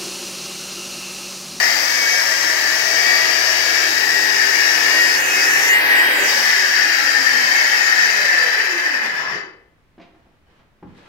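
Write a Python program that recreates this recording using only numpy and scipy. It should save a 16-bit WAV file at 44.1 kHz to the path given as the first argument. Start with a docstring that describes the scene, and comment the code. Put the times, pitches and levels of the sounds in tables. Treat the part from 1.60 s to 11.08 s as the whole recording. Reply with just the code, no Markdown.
"""A hand-held circular saw rips a floor board in a bare plastered room, squealing when pinched, then coasts
to a stop with its blade ringing. Blade speed sets the pitches of whine, squeals and shaft tones; tooth and gear
impacts, partly repeating every turn, drive the blade's modes, each split into sidebands by the spin.
The microphone turns away from the saw; late come a clunk, a thud and some scuffing, shaped noise and board modes.
A low rumble of the house, coloured noise, lies under everything."""
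import sys
import numpy as np
from scipy import signal
from scipy.fft import rfft, irfft, next_fast_len
from scipy.io import wavfile
from scipy.ndimage import map_coordinates

SR = 44100
rng = np.random.default_rng(int(sys.argv[2]) if len(sys.argv) > 2 else 0)


def store_wav(level_fs):
    """Save 16-bit WAV to argv[1]."""
    pcm = np.round(np.clip(np.atleast_2d(level_fs), -1, 1) * 32767)
    wavfile.write(sys.argv[1], SR, pcm.T.astype(np.int16))


N = 418066

RELEASE_S = 4.73  # the trigger is let go


def amp(db):
    """Decibels to gain."""
    return 10 ** (np.asarray(db) / 20)


def unit(x):
    """Scale to rms 1."""
    return x / np.sqrt(np.mean(x ** 2) + 1e-20)


def along(points, hz):
    """Read (Hz, value) points on a log frequency axis."""
    f, v = np.transpose(points)
    return np.interp(np.log(hz + 1), np.log(f + 1), v)


def curves(rows):
    """One value per sample for each column after the time."""
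    s, *cols = np.transpose(rows)
    return [np.interp(np.arange(N) / SR, s, c) for c in cols]


def ramp(start_s, length_s):
    """Rises from 0 to 1 over the given time."""
    return np.clip((np.arange(N) / SR - start_s) / length_s, 0, 1)


def wobble(rate):
    """A smooth random curve, rate knots a second."""
    place = np.arange(N) * rate / SR
    coarse = np.arange(0, place[-1] + 1, 1 / 8)
    knots = rng.standard_normal(int(place[-1]) + 4)
    return np.interp(place, coarse, map_coordinates(knots, [coarse]))


def filtered(x, response):
    """Filter x by a response given as a function of frequency."""
    n = x.shape[-1]
    m = next_fast_len(n + 8192, real=True)
    return irfft(rfft(x, m) * response(np.fft.rfftfreq(m, 1 / SR)), m)[..., :n]


def coloured(x, spectrum):
    """Filter x by the given (Hz, dB) curve, at rms 1."""
    return unit(filtered(x, lambda hz: amp(along(spectrum, hz))))


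def diffuse(size):
    """Stereo noise, alike in the bass and unrelated in the treble."""
    # Left-right likeness. Each row: frequency [Hz], correlation [-1 to 1].
    likeness = [(100, .72), (300, .75), (600, .5), (1200, .15), (3000, .05), (10000, 0)]

    def blend(hz):
        angle = np.arccos(np.clip(along(likeness, hz), -1, 1)) / 2
        return np.array([np.cos(angle), np.sin(angle)])

    mid, side = filtered(rng.standard_normal((2, size)), blend)
    return np.array([mid + side, mid - side])


def room(x, direct_db):
    """Direct sound plus the tail of bare walls, which keeps changing as saw and microphone move."""
    # Decay of the bare room. Each row: frequency [Hz], t60 [s].
    wall_decay = [(100, 0.33), (400, 0.72), (1500, 0.48), (4000, 0.44), (12000, 0.2)]
    hop = SR // 2
    earlier = np.pad(x, (hop, 2 * hop), mode="reflect")  # so the room already rings at the start
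    fade = np.sin(np.pi * np.arange(2 * hop) / (2 * hop))
    wet = np.zeros((2, N + 6 * hop))
    for start in range(0, N + hop, hop):
        piece = fade * earlier[start:start + 2 * hop]
        if piece.any():
            hz, t, z = signal.stft(diffuse(hop), SR, nperseg=256)
            decay = amp(-60 * t / along(wall_decay, hz)[:, None])
            tail = signal.istft(z * decay, SR, nperseg=256)[1]
            answer = signal.fftconvolve(piece[None], tail, axes=1)
            wet[:, start:start + answer.shape[1]] += answer
    tail_sound = unit(wet[:, hop:hop + N]) * np.std(x)
    return (tail_sound + amp(direct_db) * x) / np.hypot(1, amp(direct_db))


def blade_speed():
    """Turns per second: held by the motor, run down by friction and air drag, and stopped by a last snag."""
    # Speed under power, sagging as the cut deepens. Each row: time [s], blade speed [turns per s].
    driven = [(0, 79.7), (.35, 80.3), (1.15, 80), (1.5, 80.65), (2.05, 80.6), (2.75, 79.35), (3.3, 78.8),
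              (3.6, 79.25), (4.7, 79.6)]
    friction, drag = 14.1, .3  # turns per s lost per s; fraction lost per s
    coasted = np.maximum(np.arange(N) / SR - RELEASE_S, 0)
    speed = (curves(driven)[0] + friction / drag) * np.exp(-drag * coasted) - friction / drag
    snag_s, snag_length_s = 7.71, .14  # the teeth snag in the slot
    return np.maximum(speed * (1 - ramp(snag_s, snag_length_s)), 1e-3)


def slowing(speed, halving_db, knee=0):
    """Level change in dB below full speed: a steady slope per halving, steeper under the knee [turns per s]."""
    full_speed = 80  # turns per s
    return halving_db * np.log2(speed / full_speed) - 10 * np.log10(1 + (knee / speed) ** 2)


def binding():
    """The blade binds or runs freer in smooth swells; gives the dB added to ring and board."""
    # Each row: centre [s], half length to 1/e [s], added ring [dB], added board [dB].
    binds = [(0.054, 0.047, 2, 1.5), (2.53, 0.21, -3.5, 2), (3.4, 0.073, -1.5, -0.5), (3.621, 0.06, -1, -1),
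             (3.84, 0.024, 1, 0.5), (4.116, .1, -3, 1), (4.372, 0.2, 1.5, 2.5), (4.92, 0.055, 2.5, -1),
             (5.193, 0.064, 1, -0.5), (6.841, 0.25, 1.5, 1), (7.452, 0.061, 0.5, 4), (7.65, 0.055, 5.5, 6)]
    t = np.arange(N) / SR
    return sum(np.outer(added_db, np.exp(-((t - s) / length) ** 2)) for s, length, *added_db in binds)


def impacts(turns, rough, regular, size=256):
    """Tooth and gear impacts: one pattern that returns every turn, plus chips that swell once a turn."""
    spectrum = np.exp(2j * np.pi * rng.random(size)) * (np.arange(size) > 0)
    pattern = irfft(spectrum, 32 * size)
    repeating = unit(np.interp(turns % 1, np.arange(len(pattern)) / len(pattern), pattern))
    chips = unit(rng.standard_normal(N) * np.exp(rough * np.cos(2 * np.pi * turns)))
    share = np.clip(regular * 0.076, 0, 1)  # power share of the repeating pattern
    return np.sqrt(share) * repeating + np.sqrt(1 - share) * chips


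def blade(turns, ring_db, hiss_db, bright_db=4, softest_db=-12.0):
    """The steel disc rings; its nodal lines sweep past and split modes into a forward and a backward wave."""
    # Modes of the disc. Each row: frequency [Hz], width of one resonance pass [Hz], relative level [dB],
    # nodal diameters (rounded before use), forward over backward wave [dB].
    disc_modes = [(1786, 190, 0.5, 0, 0), (1785, 56, -7.5, 1, 0.5), (2031, 35, -7, 3, 0),
                  (2600, 50, -15.5, 3, 6), (2540, 86, -12, -0.5, 0), (3038, 43, -15.5, 2, 3.5),
                  (4060, 70, -16, 3, -2), (4695, 86, -7.5, 1, 3), (5308, 110, -7.5, 2, 2),
                  (5340, 65, -19.5, 7.5, 2.5), (6050, 47, -13, 2.5, 6.5), (6850, 79, -15, 3.5, 4)]
    m = next_fast_len(N)
    drive, f = rfft(impacts(turns, rough=0.36, regular=1.25), m), np.fft.rfftfreq(m, 1 / SR)
    hardness_db = np.maximum(hiss_db - ring_db, softest_db) + bright_db  # hard contact feeds the high modes
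    out = np.zeros(N)
    for hz, width, db, diameters, forward_db in disc_modes:
        resonance = (2j * f * width / (hz * hz - f * f + 2j * f * width)) ** 2
        mode = np.fft.ifft(drive * resonance, m)[:N]  # one-sided spectrum: a complex wave
        spin = np.exp(2j * np.pi * round(diameters) * turns)
        waves = unit(np.real(mode * (amp(forward_db) * spin + spin.conj())))
        out += amp(db + hardness_db * np.log(hz / 1800) / 2) * waves
    return amp(ring_db) * out


def teeth(speed, turns):
    """The teeth pass the slot and whine; random flutter of phase and level roughens the tone."""
    # How strongly the saw radiates the tone, most at the blade's main mode. Each row: pitch [Hz], level [dB].
    whine = [(50, -67), (180, -50), (250, -46), (350, -38.5), (520, -35.5), (640, -45), (760, -41),
             (960, -43), (1220, -36), (1560, -30), (1730, -19.5), (1870, -31)]
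    # Tooth tone and its neighbour from the blade's wobble. Each row: multiple of blade speed, level [dB].
    tooth_orders = [(24, 0), (26, -10)]
    flutter = np.interp(speed, [74, 79], [.65, .6])  # radians, a little more once the blade slows
    out = np.zeros(N)
    for order, db in tooth_orders:
        level = amp(2.5 * wobble(90) + 1.2 * wobble(9))
        tone = np.sin(2 * np.pi * order * turns + flutter * wobble(70)) * level
        out += amp(db + along(whine, order * speed)) * unit(tone)
    return out


def hum(turns, orders):
    """Shaft orders shaken by the bite of the teeth; standing waves make each swell and differ between sides."""
    shake_db, shake_jitter, shake_rate = 2, .25, 28  # dB, radians, knots per s
    out = np.zeros((2, N))
    for order, db in orders:
        phase = 2 * np.pi * (round(order) * turns + rng.random()) + shake_jitter * wobble(shake_rate)
        apart = np.minimum(.2 + order / 25, 1) * wobble(2)  # higher orders differ more between the sides
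        sway_db = np.minimum(1.5 + order / 20, 3) * wobble(5) + shake_db * wobble(shake_rate)
        out += amp(db + sway_db) * np.sin([phase + apart, phase - apart])
    return out


def motor(turns, lingering=0.26):
    """The hum changes colour as the blade sinks into the board, and dies as the trigger is let go."""
    # Shaft hum early and deep in the cut. Each row: multiple of blade speed, relative level [dB].
    early_orders = [(2, -20.5), (4, -7.5), (8, 1.5), (9, -2.5), (12, -11), (15, -2.5), (23, 1), (24, -2.5),
                    (28, 4), (36, -3), (48, -9.5), (52, -7), (58, 5), (59, 5.5), (68, 2), (72, 1.5),
                    (78, -3), (84, -2), (87, -10), (90, -9)]
    deep_orders = [(2, -14.5), (3, -18), (4, -3), (5, -1), (9, -7), (11, -1), (12, -5), (21, 0), (22, 6),
                   (23, 7), (30, 0), (32, 3), (34, -2), (36, 2), (59, -1), (65, -1), (69, -1), (70, -1),
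                   (79, -1), (88, -4)]
    deep_s, deepen_s, early_db, deep_db = 2.29, 0.27, -38.5, -39  # middle and length of the change
    release_s = 0.155  # length of the dying away
    deep = ramp(deep_s - deepen_s / 2, deepen_s)
    early = amp(early_db) * (1 - deep + lingering * deep) * hum(turns, early_orders)
    powered = 1 - ramp(RELEASE_S - release_s / 2, release_s)
    return powered * (early + amp(deep_db) * deep * hum(turns, deep_orders))


def shafts(speed, turns):
    """The blade's imbalance throbs once a turn; the faster armature is heard while coasting."""
    # The housing radiates the armature's tone in a narrow range of pitch. Each row: pitch [Hz], level [dB].
    housing = [(200, -76), (240, -43), (270, -45), (295, -46.5), (335, -42), (360, -44), (395, -43),
               (430, -77)]
    gear_ratio = 5.5  # armature turns per blade turn
    armature_level = amp(4 * wobble(18) + 2 * wobble(6))
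    armature = unit(np.sin(2 * np.pi * gear_ratio * turns + 1.1 * wobble(55)) * armature_level)
    throb_db = -58 + slowing(speed, halving_db=51) + 1.5 * wobble(2.3)
    throb = amp(throb_db) * unit(np.sin(2 * np.pi * turns))
    return throb + amp(along(housing, gear_ratio * speed)) * armature


def house():
    """The low rumble of the house, coloured noise that is a little louder once the saw stands."""
    # Colour of the rumble. Each row: frequency [Hz], relative density [dB per Hz].
    rumble = [(20, -15), (55, -3), (100, -7), (170, -9), (350, -16), (800, -19.5), (2000, -22),
              (4000, -32.5), (8000, -41.5), (15000, -44.5)]
    background_db, settled_db, settled_s = -63, -58.5, 7.8
    level_db = background_db + (settled_db - background_db) * ramp(settled_s, .2)
    return amp(level_db) * coloured(diffuse(N), rumble)


def sides(phase):
    """A tone reaches the two sides about a quarter cycle apart, drifting as the microphone moves."""
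    apart = np.pi / 4 + .25 * wobble(3)
    return np.sqrt(2) * np.sin([phase + apart, phase - apart])


def squeals(turns):
    """Pinched in the slot, the blade locks briefly onto one multiple of its speed and screams."""
    # Each row: centre [s], half length to 1/e [s], multiple of blade speed, level [dB].
    pinches = [(.05, .08, 24, -20), (.5, .2, 28, -24), (.52, .2, 24, -24.5), (.7, .25, 68, -35),
               (1.35, .12, 72, -34), (1.5, .12, 23, -25), (1.53, .14, 28, -22.5), (1.55, .2, 24, -28),
               (1.75, .2, 59, -28), (1.88, .22, 72, -35), (1.9, .15, 23, -26), (2.1, .14, 28, -28),
               (2.45, .16, 22, -23), (2.6, .2, 24, -21.5), (3.08, .15, 70, -28), (3.15, .25, 22, -26),
               (3.42, .1, 24, -17), (3.45, .1, 36, -31), (3.77, .1, 32, -26), (3.79, .05, 27, -26),
               (4.11, .06, 88, -31), (4.13, .06, 24, -15), (4.13, .06, 36, -25), (4.15, .13, 26, -20.5),
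               (4.26, .08, 32, -30), (4.36, .06, 36, -31), (4.37, .11, 24, -16.5), (4.48, .1, 40, -33)]
    chatter_db, chatter_rate, jitter = 1.5, 35, 0.23  # dB, knots per s, radians
    t, out = np.arange(N) / SR, np.zeros((2, N))
    for order in sorted({round(row[2]) for row in pinches}):
        swell = sum(amp(db) * np.exp(-((t - s) / length) ** 2)
                    for s, length, k, db in pinches if round(k) == order)
        chatter = amp(chatter_db * wobble(chatter_rate))
        out += swell * chatter * sides(2 * np.pi * order * turns + jitter * wobble(chatter_rate))
    return out


def growl(turns):
    """Growling resonances driven by the impacts: mostly board shudders, and a short narrow motor tone."""
    # The loosened strip of board shudders late in the cut and as the last teeth drag over it;
    # the narrow row near 830 Hz at 4.7 s is the motor tone. Each row: centre [s], half length to 1/e [s],
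    # resonance [Hz], base width before broadening [Hz], level [dB].
    resonances = [(4.2, .55, 860, 150, -37), (4.7, .13, 830, 25, -37), (5.9, .8, 360, 110, -45),
                  (7.2, .35, 1200, 350, -38.5), (7.62, .05, 1150, 400, -33), (7.7, .04, 170, 50, -46),
                  (7.73, .06, 1350, 650, -37), (7.75, .07, 385, 120, -45.5)]
    drive = impacts(turns, rough=.8, regular=2)
    t, out = np.arange(N) / SR, np.zeros(N)
    for s, length, hz, width, db in resonances:
        broad = 1.5 * width
        body = filtered(drive, lambda f: (1j * f * broad / (hz * hz - f * f + 1j * f * broad)) ** 2)
        out += amp(db) * np.exp(-((t - s) / length) ** 2) * unit(body)
    return out


def ring_out(stop_s=7.75, ring_db=-35, swell_db_per_s=14):
    """Lightly damped blade modes swell as pure tones until the spin dies, then decay freely."""
    # Modes that sing on. Each row: frequency [Hz], relative level [dB], t60 [s].
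    singing = [(1195, -10, .4), (1400, -11, .55), (1561, -7, .5), (1729, -7, .55), (1771, -4, .6),
               (2035, -2, .6), (2600, -5, .5), (3009, -11, .55), (4059, -21, .48), (4597, -20, .47),
               (4690, -19, .45), (5152, -22, .42), (5340, -17, .43), (5997, -22, .4)]
    t = np.arange(N) / SR
    swell_db = ring_db + np.minimum(t - stop_s, 0) * swell_db_per_s
    after = np.maximum(t - stop_s, 0)
    driven = np.exp(-after / .04)
    out = np.zeros((2, N))
    for hz, db, t60 in singing:
        # the last impacts jostle level and phase; the free ring only wavers
        jostle_db = driven * (3 * wobble(20) - 3)
        jostle = np.cumsum((1 + driven) * wobble(40)) * hz / 60 / SR
        level = amp(swell_db + db + jostle_db - 60 * after / t60)
        out += level * sides(2 * np.pi * hz * t + jostle)
    return out


def saw():
    """Blade speed sets the pitches and fades ring, board and hiss; walls, tones and squeals are summed."""
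    # Effort of the cut, then of the blade rubbing in the slot, before binds and slowing.
    # Each row: time [s], blade ring [dB], board and motor noise [dB], dust and fan hiss [dB].
    effort = [(0, -24, -24.5, -23), (1.1, -23.5, -25, -24), (1.5, -22.5, -22.5, -23),
              (2.7, -21, -27, -24.5), (3.2, -21.5, -22.5, -23), (4.1, -19, -24, -21),
              (4.7, -21, -21.5, -21.5), (5.05, -18.5, -25, -25.5), (6.4, -18, -23.5, -21),
              (7.5, -19.5, -25.5, -20.5)]
    # Colours of board noise and hiss. Each row: frequency [Hz], relative density [dB per Hz].
    board_colour = [(30, -35), (70, -28), (120, -16), (200, -13), (300, -6), (390, -4.5), (480, -2),
                    (650, 0), (850, 2), (1100, 0), (1400, 1), (2000, 8), (3000, -1.5), (4000, -7),
                    (6000, -47.5)]
    hiss_colour = [(2500, -31), (3500, 3.5), (5000, 14), (7000, 4.5), (8000, 1.5), (9300, -3),
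                   (10050, -5.5), (10800, -0.5), (12800, 2.5), (15700, -1.5)]
    speed = blade_speed()
    turns = np.cumsum(speed * (1 + 0.000838 * wobble(25))) / SR
    ring_db, board_db, hiss_db = curves(effort)
    bind_ring_db, bind_board_db = binding()
    # contact of the blade is less steady once it runs free
    flutter_db = np.where(np.arange(N) / SR < RELEASE_S, .5, 1.3) * wobble(14)
    ring_db = ring_db + bind_ring_db + slowing(speed, halving_db=0.46, knee=15) + flutter_db
    board_db = board_db + bind_board_db + slowing(speed, halving_db=1.5, knee=6)
    hiss_db = hiss_db + slowing(speed, halving_db=3.4, knee=20)
    scraping = amp(board_db) * coloured(impacts(turns, rough=.3, regular=.25), board_colour)
    spraying = amp(hiss_db) * coloured(impacts(turns, rough=.4, regular=.9), hiss_colour)
    noise = scraping + spraying + blade(turns, ring_db, hiss_db)
    walls = room(noise + growl(turns), direct_db=-16)
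    whining = room(teeth(speed, turns), direct_db=-2.5)
    running = walls + whining + motor(turns) + shafts(speed, turns)
    lead_s = .00018  # the saw reaches the left side this much earlier
    left_first = filtered(running, lambda hz: np.exp(1j * np.pi * hz * lead_s * np.array([[1], [-1]])))
    return left_first + squeals(turns) + ring_out()


def turning(pair):
    """The saw stands to the left, so the right is shaded; a hollow sweeps the left treble during the turn."""
    # Resting balance. Each row: frequency [Hz], left minus right [dB].
    shade = [(60, -2), (110, -4), (200, 0.5), (380, -1), (700, 1), (1290, 1.5), (2380, 5.5), (4400, 13.5),
             (8120, 24), (15000, 18)]
    # The microphone's turn shifts the saw. Each row: time [s], left minus right before the share below [dB].
    swing = [(0, 2), (1.5, 3), (2.75, 3.5), (3.43, 0), (3.6, -11), (4.2, -9.5), (4.65, -13), (4.85, -2.5),
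             (7.8, 0)]
    # How much of that swing acts at each pitch. Each row: frequency [Hz], share [0-1].
    reach = [(400, .15), (1000, 0.6), (1800, 0.21), (3000, 0.71), (5000, 0.1), (8000, 0.088)]
    # Upper edge of the hollow. Each row: time [s], edge [Hz].
    hollow_edge = [(3.54, 2500), (3.61, 6450), (3.83, 4400), (3.9, 5600), (4.07, 5100), (4.25, 9800),
                   (4.39, 7200), (4.48, 8360), (4.67, 5540), (4.72, 2530)]
    # frequency in Hz, gain in dB inside the hollow
    hollow_depth = [(2800, 1), (3600, -4.0), (5400, -14.5), (6200, -19), (8000, -12.5), (9500, -13)]
    hz, t, z = signal.stft(pair, SR, nperseg=512)
    swing_db = np.interp(t, *np.transpose(swing))
    ratio = amp(along(shade, hz)[:, None] + along(reach, hz)[:, None] * swing_db)
    edge_hz = np.interp(t, *np.transpose(hollow_edge))
    inside = np.clip((edge_hz - hz[:, None]) / 450, 0, 1)
    hollow_db = inside * along(hollow_depth, hz)[:, None]
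    gains = np.array([ratio * amp(hollow_db), np.ones_like(ratio)]) * 2 / (1 + ratio)
    return signal.istft(z * gains, SR, nperseg=512)[1][:, :N]


def knocks():
    """Tool and boots land on loose boards: a short crunch, and the modes near the blow's pitch ring."""
    # Each row: start [s], crunch [dB], brightness corner [Hz], crunch t60 [s], ring [dB], pitch of the blow [Hz].
    blows = [(8.379, -41.5, 1400, 0.15, -38, 330), (8.398, -42, 2000, 0.089, -40, 620),
             (8.411, -43.5, 2600, 0.24, -44, 330), (8.545, -53, 1790, .15, -48, 370),
             (8.659, -53, 900, .12, -60, 250), (8.991, -50.5, 2227, 0.12, -60, 700),
             (9.226, -35, 1000, 0.13, -35, 247), (9.249, -36, 260, 0.11, -36, 149),
             (9.295, -39, 220, .1, -43, 160)]
    # Modes of the loose boards. Each row: frequency [Hz], relative level [dB], t60 [s].
    board_modes = [(92, 2, .18), (125, -7, .18), (177.4, 4.5, 0.16), (245, 2, 0.16), (322, -6, .15),
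                   (370, 0, 0.13), (540, -4, .12), (680, 1, 0.14), (830, -5, .12), (1000, -12, .14),
                   (1217, -5, .14)]
    # The boards' response to a blow. Each row: frequency [Hz], relative density [dB per Hz].
    floorboards = [(50, -22), (100, -3), (170, 0), (290, 3), (480, -6), (780, -1), (1300, -6), (1800, -4.5),
                   (3000, -1.5), (6000, 1), (10000, -18)]
    crunch, ring, t = np.zeros(N + SR), np.zeros(N + SR), np.arange(SR // 2) / SR
    attack = 1 - np.exp(-t / 0.0011)
    for s, db, corner_hz, t60, ring_db, pitch_hz in blows:
        span = slice(round(s * SR), round(s * SR) + len(t))
        body = filtered(rng.standard_normal(len(t)),
                        lambda hz: amp(along(floorboards, hz)) / np.hypot(1, (hz / corner_hz) ** 3))
        crunch[span] += amp(db - 60 * t / t60) * attack * unit(body)
        for hz, mode_db, mode_t60 in board_modes:
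            nearness = 1 / (1 + (2 * np.log2(hz / pitch_hz)) ** 2)
            decay = amp(ring_db + mode_db - 60 * t / mode_t60)
            ring[span] += decay * nearness * attack * np.sin(2 * np.pi * hz * t)
    return room(crunch[:N] + ring[:N], direct_db=0)


def scuffs():
    """Soles drag over the gritty floor: unsteady coloured noise under the pressure of each drag."""
    # Drags of a sole. Each row: start [s], time until the release begins [s], level [dB].
    drags = [(8.46, 0.28, -68), (8.85, 0.13, -59), (9.244, 0.11, -57), (9.34, 0.24, -50.5)]
    # Colour of the drag. Each row: frequency [Hz], relative density [dB per Hz].
    sole = [(100, -29.5), (300, -2), (600, -6), (1500, -5), (2500, -8), (5000, -19.5), (8000, -29),
            (13000, -41)]
    attack_s, release_s = 0.023, 0.0396
    grit = rng.standard_normal(N) * amp(3 * wobble(180))
    pressure = sum(amp(db) * ramp(s, attack_s) * (1 - ramp(s + length, release_s))
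                   for s, length, db in drags)
    return room(pressure * coloured(grit, sole), direct_db=-12.0)


def scene():
    """Saw, handling sounds and the low rumble of the house."""
    return turning(saw()) + house() + knocks() + scuffs()


def record(dry):
    """The highest peaks are rounded off, and the top of the treble is cut by a steep band limit."""
    top_hz = 15850  # middle of a 200 Hz wide slope
    rounded = dry / (1 + np.abs(dry / .93) ** 8) ** (1 / 8)
    return filtered(rounded, lambda hz: np.clip((top_hz - hz) / 200 + .5, 0, 1))


dry = scene()
out = record(dry)
store_wav(out)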